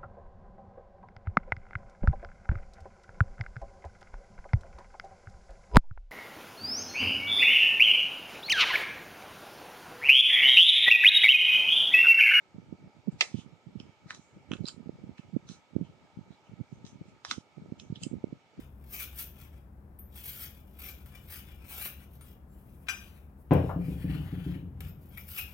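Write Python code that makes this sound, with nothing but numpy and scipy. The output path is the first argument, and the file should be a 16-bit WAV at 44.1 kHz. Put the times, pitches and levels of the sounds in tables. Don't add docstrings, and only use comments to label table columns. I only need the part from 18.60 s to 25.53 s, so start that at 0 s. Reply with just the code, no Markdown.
import sys
import numpy as np
from scipy import signal
from scipy.fft import rfft, irfft, next_fast_len
from scipy.io import wavfile

SR = 44100
rng = np.random.default_rng(int(sys.argv[2]) if len(sys.argv) > 2 else 0)


def wrap_up_sound(samples):
    columns = np.atleast_2d(samples).T
    tamed = np.clip(columns, -1, 1)
    steps = np.round(tamed * 32767).astype(np.int16)
    wavfile.write(sys.argv[1], SR, steps)


N = 305613
T = np.arange(N) / SR


def from_db(db):
    return 10 ** (np.asarray(db) / 20)


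def rms_one(x):
    return x / np.sqrt(np.mean(x ** 2) + 1e-20)


def at_hz(points, hz):
    f, value = np.transpose(points)
    return np.interp(np.log(np.maximum(hz, 1)), np.log(f), value)


def filtered(x, order, cutoff_hz, kind="low"):
    return signal.sosfilt(signal.butter(order, cutoff_hz, kind, fs=SR, output="sos"), x)


def peak(x, hz, q):
    return signal.lfilter(*signal.iirpeak(hz, q, fs=SR), x)


def colour(x, spectrum):
    length = x.shape[-1]
    size = next_fast_len(length)
    hz = np.fft.rfftfreq(size, 1 / SR)
    bass_fall = np.minimum(hz / spectrum[0][0], 1) ** 2
    gain = from_db(at_hz(spectrum, hz)) * bass_fall
    return rms_one(irfft(rfft(x, size) * gain, size)[..., :length])


def resonate(x, peaks):
    return rms_one(sum(from_db(db) * peak(x, hz, hz / width) for hz, width, db in peaks))


def ring(modes, tilt_db=0):
    t = T[:SR]
    centre = np.mean([mode[0] for mode in modes])
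    out = np.zeros(SR)
    for hz, db, t60 in modes:
        level_db = db + tilt_db * np.log2(hz / centre) - 60 * t / t60
        out += from_db(level_db) * np.sin(2 * np.pi * hz * t)
    return out


def swell(rise_s):
    return 1 - np.exp(-T[:SR] / rise_s)


def crack(spectrum, t60):
    modes = colour(rng.standard_normal(SR), spectrum)
    return modes * from_db(-60 * T[:SR] / t60) * swell(rise_s=0.0011)


def add(track, s, sound):
    i = int(round(s * SR))
    track[i:i + len(sound)] += sound[:N - i]


ONSET_CURVE = 0.99


def envelope(moves, attack_s, release_s):
    db = np.full(N, -200.)
    for s, hold_s, top_db in moves:
        rising = np.maximum(s - T, 0) / attack_s
        falling = np.maximum(T - s - hold_s, 0) / release_s
        db = np.maximum(db, top_db - 20 * (rising ** ONSET_CURVE + falling))
    return from_db(db)


def drift(per_s):
    knots = rng.standard_normal(8000)
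    return rms_one(np.interp(T * per_s, np.arange(len(knots)), knots))


def flicks(per_s, spread_db):
    chance = np.clip(per_s / SR, 1e-4, 1)
    sizes = from_db(spread_db * np.minimum(rng.exponential(1, N), 4)) * rng.choice([-1, 1], N)
    happens = rng.random(N) < chance
    return rms_one(sizes * happens / np.sqrt(chance))


def bristles(tips, t60, size):
    out, t = np.zeros(N), T[:SR // 10]
    for i in range(0, N - size, size // 2):
        tuft = rms_one(rng.standard_normal(len(t)) * from_db(-60 * t / t60))
        contact = tips[i:i + size] * signal.windows.cosine(size)
        add(out, i / SR, signal.fftconvolve(contact, tuft))
    return rms_one(out)


# (f/Hz, left-right correlation)
LIKENESS = [(60, 1), (130, 0.83), (290, 0.81), (640, 0.18), (1400, 0.017), (5000, 0.017), (14000, 0.81)]


def diffuse(size):
    fast = next_fast_len(size)
    mid, side = rfft(rng.standard_normal((2, fast)))
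    alike = np.clip(at_hz(LIKENESS, np.fft.rfftfreq(fast, 1 / SR)), -1, 1)
    common = np.sqrt(1 + alike) * mid
    opposed = np.sqrt(1 - alike) * side * [[1], [-1]]
    return irfft(common + opposed, fast)[:, :size]


# (f/Hz, level/dB per Hz, relative)
RUMBLE_COLOUR = [(25, -16), (48, -3.5), (70, -3.5), (110, -7.5), (200, -12), (400, -20), (800, -25),
                 (1500, -37.5), (3000, -56.5), (6500, -56.5), (13000, -49)]
# (f/Hz, width/Hz, level/dB)
HUM = [(68, 10, -0.5), (132.7, 4.7, -9.5), (193, 4.4, -8.5)]
RUMBLE_DB, HUM_DB = -55, -51.5


def ambience():
    hum = resonate(resonate(rng.standard_normal(N), HUM), [(82, 184, 0)])
    return from_db(RUMBLE_DB) * colour(diffuse(N), RUMBLE_COLOUR) + from_db(HUM_DB) * hum


# (t/s at full pressure, hold/s, wire hiss level/dB before trim, bore rasp level/dB relative to the hiss)
STROKES = [(0.0, 0.011, -65.5, 15), (0.34, 0.092, -38, -12), (0.597, 0.006, -34.5, -20.5),
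           (0.786, 0.063, -60, 1.5), (0.938, 0.046, -77.5, 10), (1.58, 0.047, -47.5, -5.5),
           (1.659, 0.026, -38.5, -14.5), (1.724, 0.083, -44.5, -18), (1.801, 0.038, -38.5, -8),
           (1.96, .035, -65, -4), (2.226, 0.07, -42.5, -8), (2.38, 0.055, -66.5, 2),
           (2.552, .02, -62.5, 10), (2.716, 0.058, -45, -8.5), (2.88, 0.033, -69, 13),
           (3.019, 0.033, -73, 14), (3.106, 0.085, -43.5, -6), (3.22, 0.037, -36.5, -9.5),
           (3.386, 0.051, -63.5, 3.5), (3.518, 0.038, -63, -30), (3.633, 0.078, -61, -7),
           (6.251, 0.015, -63.5, 7.5), (6.288, 0.0085, -61.5, -20), (6.422, 0.047, -64.5, -14),
           (6.535, 0.013, -64.5, 6), (6.59, .01, -49, -19), (6.706, 0.1, -40.5, -19),
           (6.78, 0.017, -36, -10), (6.894, .03, -57, 0.5)]
# (t/s, hold/s, level/dB before trim)
RESTING = [(0.0, 0.87, -77), (1.56, 1.6, -71.5)]
# (f/Hz, level/dB per Hz, relative)
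WIRE_COLOUR = [(900, -30), (2000, -16), (4000, -11), (5500, -11.5), (7000, -14), (9000, -8), (11300, -4),
               (12400, -1.5), (13700, 5.5), (14600, 2), (15800, -3)]
RASP_COLOUR = [(400, 3.5), (800, -1), (1250, 2.5), (1800, -3), (2400, -2), (3300, -3.5), (4500, -11),
               (6000, -14), (8500, -7.5)]
# (f/Hz, width/Hz, level/dB)
BORE = [(2296, 210, 6), (3380, 500, -3), (4980, 47, 3), (5320, 280, -13), (7740, 150, -12), (9200, 22, 6)]
# (t/s at the peak, Gaussian spread/s, f/Hz, level/dB)
SQUEAKS = [(0.388, 0.03, 2310, -56.5), (3.215, 0.062, 2650, -63.5), (6.579, 0.006, 2200, -52),
           (6.784, 0.0092, 2590, -45)]
STROKE_ATTACK_S, STROKE_RELEASE_S = 0.05, 0.06
RASP_ATTACK_S, RASP_RELEASE_S = 0.076, 0.046
RESTING_RASP_DB, RESTING_WAVER_DB = -6, 4


def brush():
    resting = envelope(RESTING, attack_s=0.059, release_s=0.41) * from_db(RESTING_WAVER_DB * drift(25))
    hiss_moves = [(s, hold, db) for s, hold, db, _ in STROKES]
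    rasp_moves = [(s, hold, db + bore_db) for s, hold, db, bore_db in STROKES]
    hiss = np.hypot(envelope(hiss_moves, STROKE_ATTACK_S, STROKE_RELEASE_S), resting)
    rasp = envelope(rasp_moves, RASP_ATTACK_S, RASP_RELEASE_S)
    rasp = np.hypot(rasp, from_db(RESTING_RASP_DB) * resting)

    bunches = from_db(2.5 * drift(170))
    tips_per_s = 1200 + 7000 * np.sqrt(hiss / hiss.max())
    tips = flicks(tips_per_s, spread_db=1.5) * bunches
    scratch = rms_one(tips) + 0.85 * bristles(tips, t60=0.03, size=4000)

    wires = from_db(-2.5) * hiss * colour(scratch, WIRE_COLOUR)
    rough = from_db(-8.5) * colour(scratch, RASP_COLOUR)
    resonant = from_db(-18.5) * resonate(scratch, BORE)
    out = wires + rasp * (rough + resonant)
    for s, spread_s, hz, db in SQUEAKS:
        pulse = np.exp(-0.5 * ((T - s) / spread_s) ** 2)
        tone = resonate(resonate(tips, [(hz, 480, 0)]), [(hz, 480, 0)])
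        out += from_db(db) * pulse * tone
    return out


# (t/s, click level/dB, ring level/dB, ring tilt/dB per octave)
CLICKS = [(0.528, -49, -65, 10), (0.609, -41, -50, -7), (1.388, -60, -47, 23), (1.556, -45, -48.5, 8),
          (2.188, -52, -48, 31), (2.459, -47.5, -77, 0), (3.255, -33, -41, 0), (3.609, -48.5, -78, -23),
          (4.933, -37, -64, -12), (6.205, -37.5, -65, -12), (6.284, -53, -58, 40), (6.488, -67, -62, 44),
          (6.573, -40.5, -46, 28)]
# (f/Hz, level/dB, t60/s)
RIM = [(9440, -2, .24), (9500, -9, .14), (13120, -11, .24), (13440, -3, .12), (13760, -4, .17),
       (13870, -5, .22), (14100, -9, .1)]


def bright_clicks():
    out = np.zeros(N)
    for s, click_db, ring_db, tilt_db in CLICKS:
        tick = crack(WIRE_COLOUR, t60=0.02) + from_db(-9) * crack(RASP_COLOUR, t60=0.056)
        ping = ring(RIM, tilt_db) * swell(rise_s=0.0013)
        add(out, s, from_db(click_db) * tick + from_db(ring_db) * ping)
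    return out


# (t/s, f/Hz, level/dB)
TINGS = [(3.608, 9200, -50.5), (3.9, 7434, -73)]


def tings():
    out = np.zeros(N)
    for s, hz, db in TINGS:
        add(out, s, ring([(hz, db, 0.2)]) * swell(rise_s=0.0078))
    return out


# (t/s, hold/s, rubbing level/dB before trim, fibre hiss level/dB relative to the rubbing)
SLEEVE = [(3.92, 0.69, -87, 15.5), (4.31, .16, -61.5, -1.5), (4.57, 0.0084, -71, 2),
          (4.796, .03, -100, 25.5), (4.991, 0.088, -58.5, -8.5), (5.233, 0.2, -63, -0.5),
          (5.505, 0.044, -55.5, -6.5), (5.603, 0.33, -63, -5)]
# (f/Hz, level/dB per Hz, relative)
CLOTH_COLOUR = [(600, 6.5), (1400, 1), (2000, 0.5), (2700, 2.5), (3500, -2), (4500, -7.5), (6500, -19),
                (9000, -17), (15000, -27)]
FIBRE_COLOUR = [(4000, -17), (7000, -11), (9000, -3), (11500, 0), (15800, -1.5)]
SLEEVE_ATTACK_S, SLEEVE_RELEASE_S = 0.074, 0.11


def sleeve():
    fibres = flicks(9000, spread_db=-1) * from_db(2 * drift(60))
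    scuffs = bristles(fibres, t60=0.008, size=7000)
    rub = colour(rms_one(fibres) + 0.81 * scuffs, CLOTH_COLOUR)
    rub_moves = [(s, hold, db) for s, hold, db, _ in SLEEVE]
    hiss_moves = [(s, hold, db + fibre_db) for s, hold, db, fibre_db in SLEEVE]
    rubbing = envelope(rub_moves, SLEEVE_ATTACK_S, SLEEVE_RELEASE_S)
    hiss = envelope(hiss_moves, SLEEVE_ATTACK_S, SLEEVE_RELEASE_S)
    return from_db(-1.5) * (rubbing * rub + hiss * colour(fibres, FIBRE_COLOUR))


# (t/s, crack level/dB, ring level/dB)
CLINKS = [(4.085, -78, -77), (4.268, -55.5, -85), (4.284, -31.5, -36)]
# (f/Hz, level/dB, t60/s)
BRASS = [(1572, 2, .09), (2442, 7, .1), (5037, -7.5, .34), (5952, -.5, .29), (6934, -12, .25),
         (7672, -2.5, .22), (10040, -10, .17), (11440, -14, .26), (13990, -19, .22)]
# (f/Hz, level/dB per Hz, relative)
CLINK_COLOUR = [(400, -27), (800, -8.5), (1200, -8), (1600, -0.5), (2000, -10), (2450, -1), (3200, -8.5),
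                (5000, -14), (9000, -26), (16000, -24)]


def clinks():
    out = np.zeros(N)
    for s, crack_db, ring_db in CLINKS:
        waver = from_db(2 * drift(49)[:SR])
        tone = ring(BRASS) * swell(rise_s=0.0092) * waver
        add(out, s, from_db(crack_db) * crack(CLINK_COLOUR, t60=0.091) + from_db(ring_db) * tone)
    return out


# (t/s, first thud level/dB before trim, thuds, gap/s)
ROCKING = [(5.161, -26, 2, .029), (5.282, -28, 2, 0.037), (5.443, -25.5, 4, 0.053), (5.726, -30.5, 2, 0.05),
           (5.863, -29, 2, .029), (5.958, -33.5, 2, .069), (6.191, -44, 2, 0.067)]
ROCK_CONTACT_HZ = 264
ROCK_LOSS_DB, ROCK_DULLING = 0.3, 0.85


def thuds():
    blows = []
    for s, db, count, gap_s in ROCKING:
        for k in range(int(round(count))):
            contact_hz = ROCK_CONTACT_HZ * ROCK_DULLING ** k
            blows.append((s + k * gap_s, db - k * ROCK_LOSS_DB, contact_hz))
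    return blows


# (t/s, level/dB before trim, low-pass corner of the contact f/Hz)
BLOWS = [(4.9094, -22.5, 3600), (4.917, -15, 720), (4.9364, -31, 1470), (4.9516, -26.5, 900),
         (4.959, -12, 91), (4.97, -17.5, 198), (5.039, -32.5, 746)]
# (f/Hz, level/dB, t60/s)
BENCH = [(88, -4, 0.55), (125.7, -10, 0.66), (157.1, -6.5, 0.64), (172.8, 6.5, 0.2), (264, 2, 0.044),
         (280, -2.5, 0.22), (293.2, -1, 0.07), (355, -3.5, 0.04), (503, -22.5, 1), (536, -20, 0.098),
         (717, -7.5, 0.13)]
# (f/Hz, level/dB per Hz, relative)
PLANK_COLOUR = [(300, -4), (480, 4.5), (700, -6), (1000, -4), (1500, -17.5), (2500, -19.5), (3500, -32),
                (6000, -31), (12000, -18)]
TIP_COLOUR = [(300, 5), (750, 15), (1150, 6.5), (1600, -7), (2200, -20), (5000, -50), (12000, -30)]
# (t/s, level/dB before trim)
TIPS = [(5.092, -29)]
# (t/s, hold/s, level/dB before trim)
SWAY = [(5.05, 0.53, -36), (5.7, 0.61, -42)]
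# (f/Hz, width/Hz, level/dB)
SWAY_MODES = [(69.36, 2.85, -0.5), (83.2, 11, -18), (88.9, 5.5, -4.5), (145, 46, -11)]
SWAY_ATTACK_S, SWAY_RELEASE_S = 0.032, 0.67


def bench():
    out, modes = np.zeros(N), ring(BENCH)
    for s, db, contact_hz in BLOWS + thuds():
        wood = modes + from_db(-0.5) * crack(PLANK_COLOUR, t60=0.25)
        add(out, s, from_db(db - 6) * filtered(wood, 3, contact_hz))
    for s, db in TIPS:
        add(out, s, from_db(db - 5.5) * crack(TIP_COLOUR, t60=0.17))
    out = filtered(out, 3, 70, "high")
    shudder = resonate(resonate(rng.standard_normal(N), SWAY_MODES), [(83.5, 58, 0)])
    return out + from_db(-2) * envelope(SWAY, SWAY_ATTACK_S, SWAY_RELEASE_S) * shudder


# (f/Hz, t60/s)
ROOM_T60 = [(100, 0.31), (500, 0.37), (2000, 0.37), (5000, 0.33), (14000, 0.3)]


def workshop(x):
    t, tail = T[:SR], diffuse(SR)
    edges, response = np.geomspace(50, 18000, 9), 0
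    for low, high in zip(edges, edges[1:]):
        band = filtered(tail, 2, [low, high], "band")
        response = response + band * from_db(-60 * t / at_hz(ROOM_T60, np.sqrt(low * high)))
    response = rms_one(response * swell(rise_s=0.00067)) / np.sqrt(SR)
    return signal.fftconvolve(x[None], response, axes=1)[:, :N]


def scene():
    scrub, pings, cloth, brass, wood = brush(), bright_clicks() + tings(), sleeve(), clinks(), bench()
    spread = filtered(scrub + pings, 1, 7000)
    clatter = filtered(wood, 1, 330, "high")
    sent = from_db(1) * spread + from_db(-3) * brass + from_db(1.8) * clatter + from_db(-1.6) * cloth
    knock = np.array([wood, np.roll(wood, 6)])
    direct = scrub + pings + brass + cloth + from_db(1.5) * knock
    return direct + workshop(sent) + ambience()


def record(dry):
    left, right = dry
    left = left - 2 * peak(left, 3200, 1.3)
    left = left + from_db(5.5) * peak(left, 2300, 1.3)
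    pair = np.array([from_db(0.8) * left, from_db(-1.8) * right])
    return signal.sosfilt(signal.ellip(12, 0.2, 80, 15900, fs=SR, output="sos"), pair)


dry = scene()
out = record(dry)
wrap_up_sound(out)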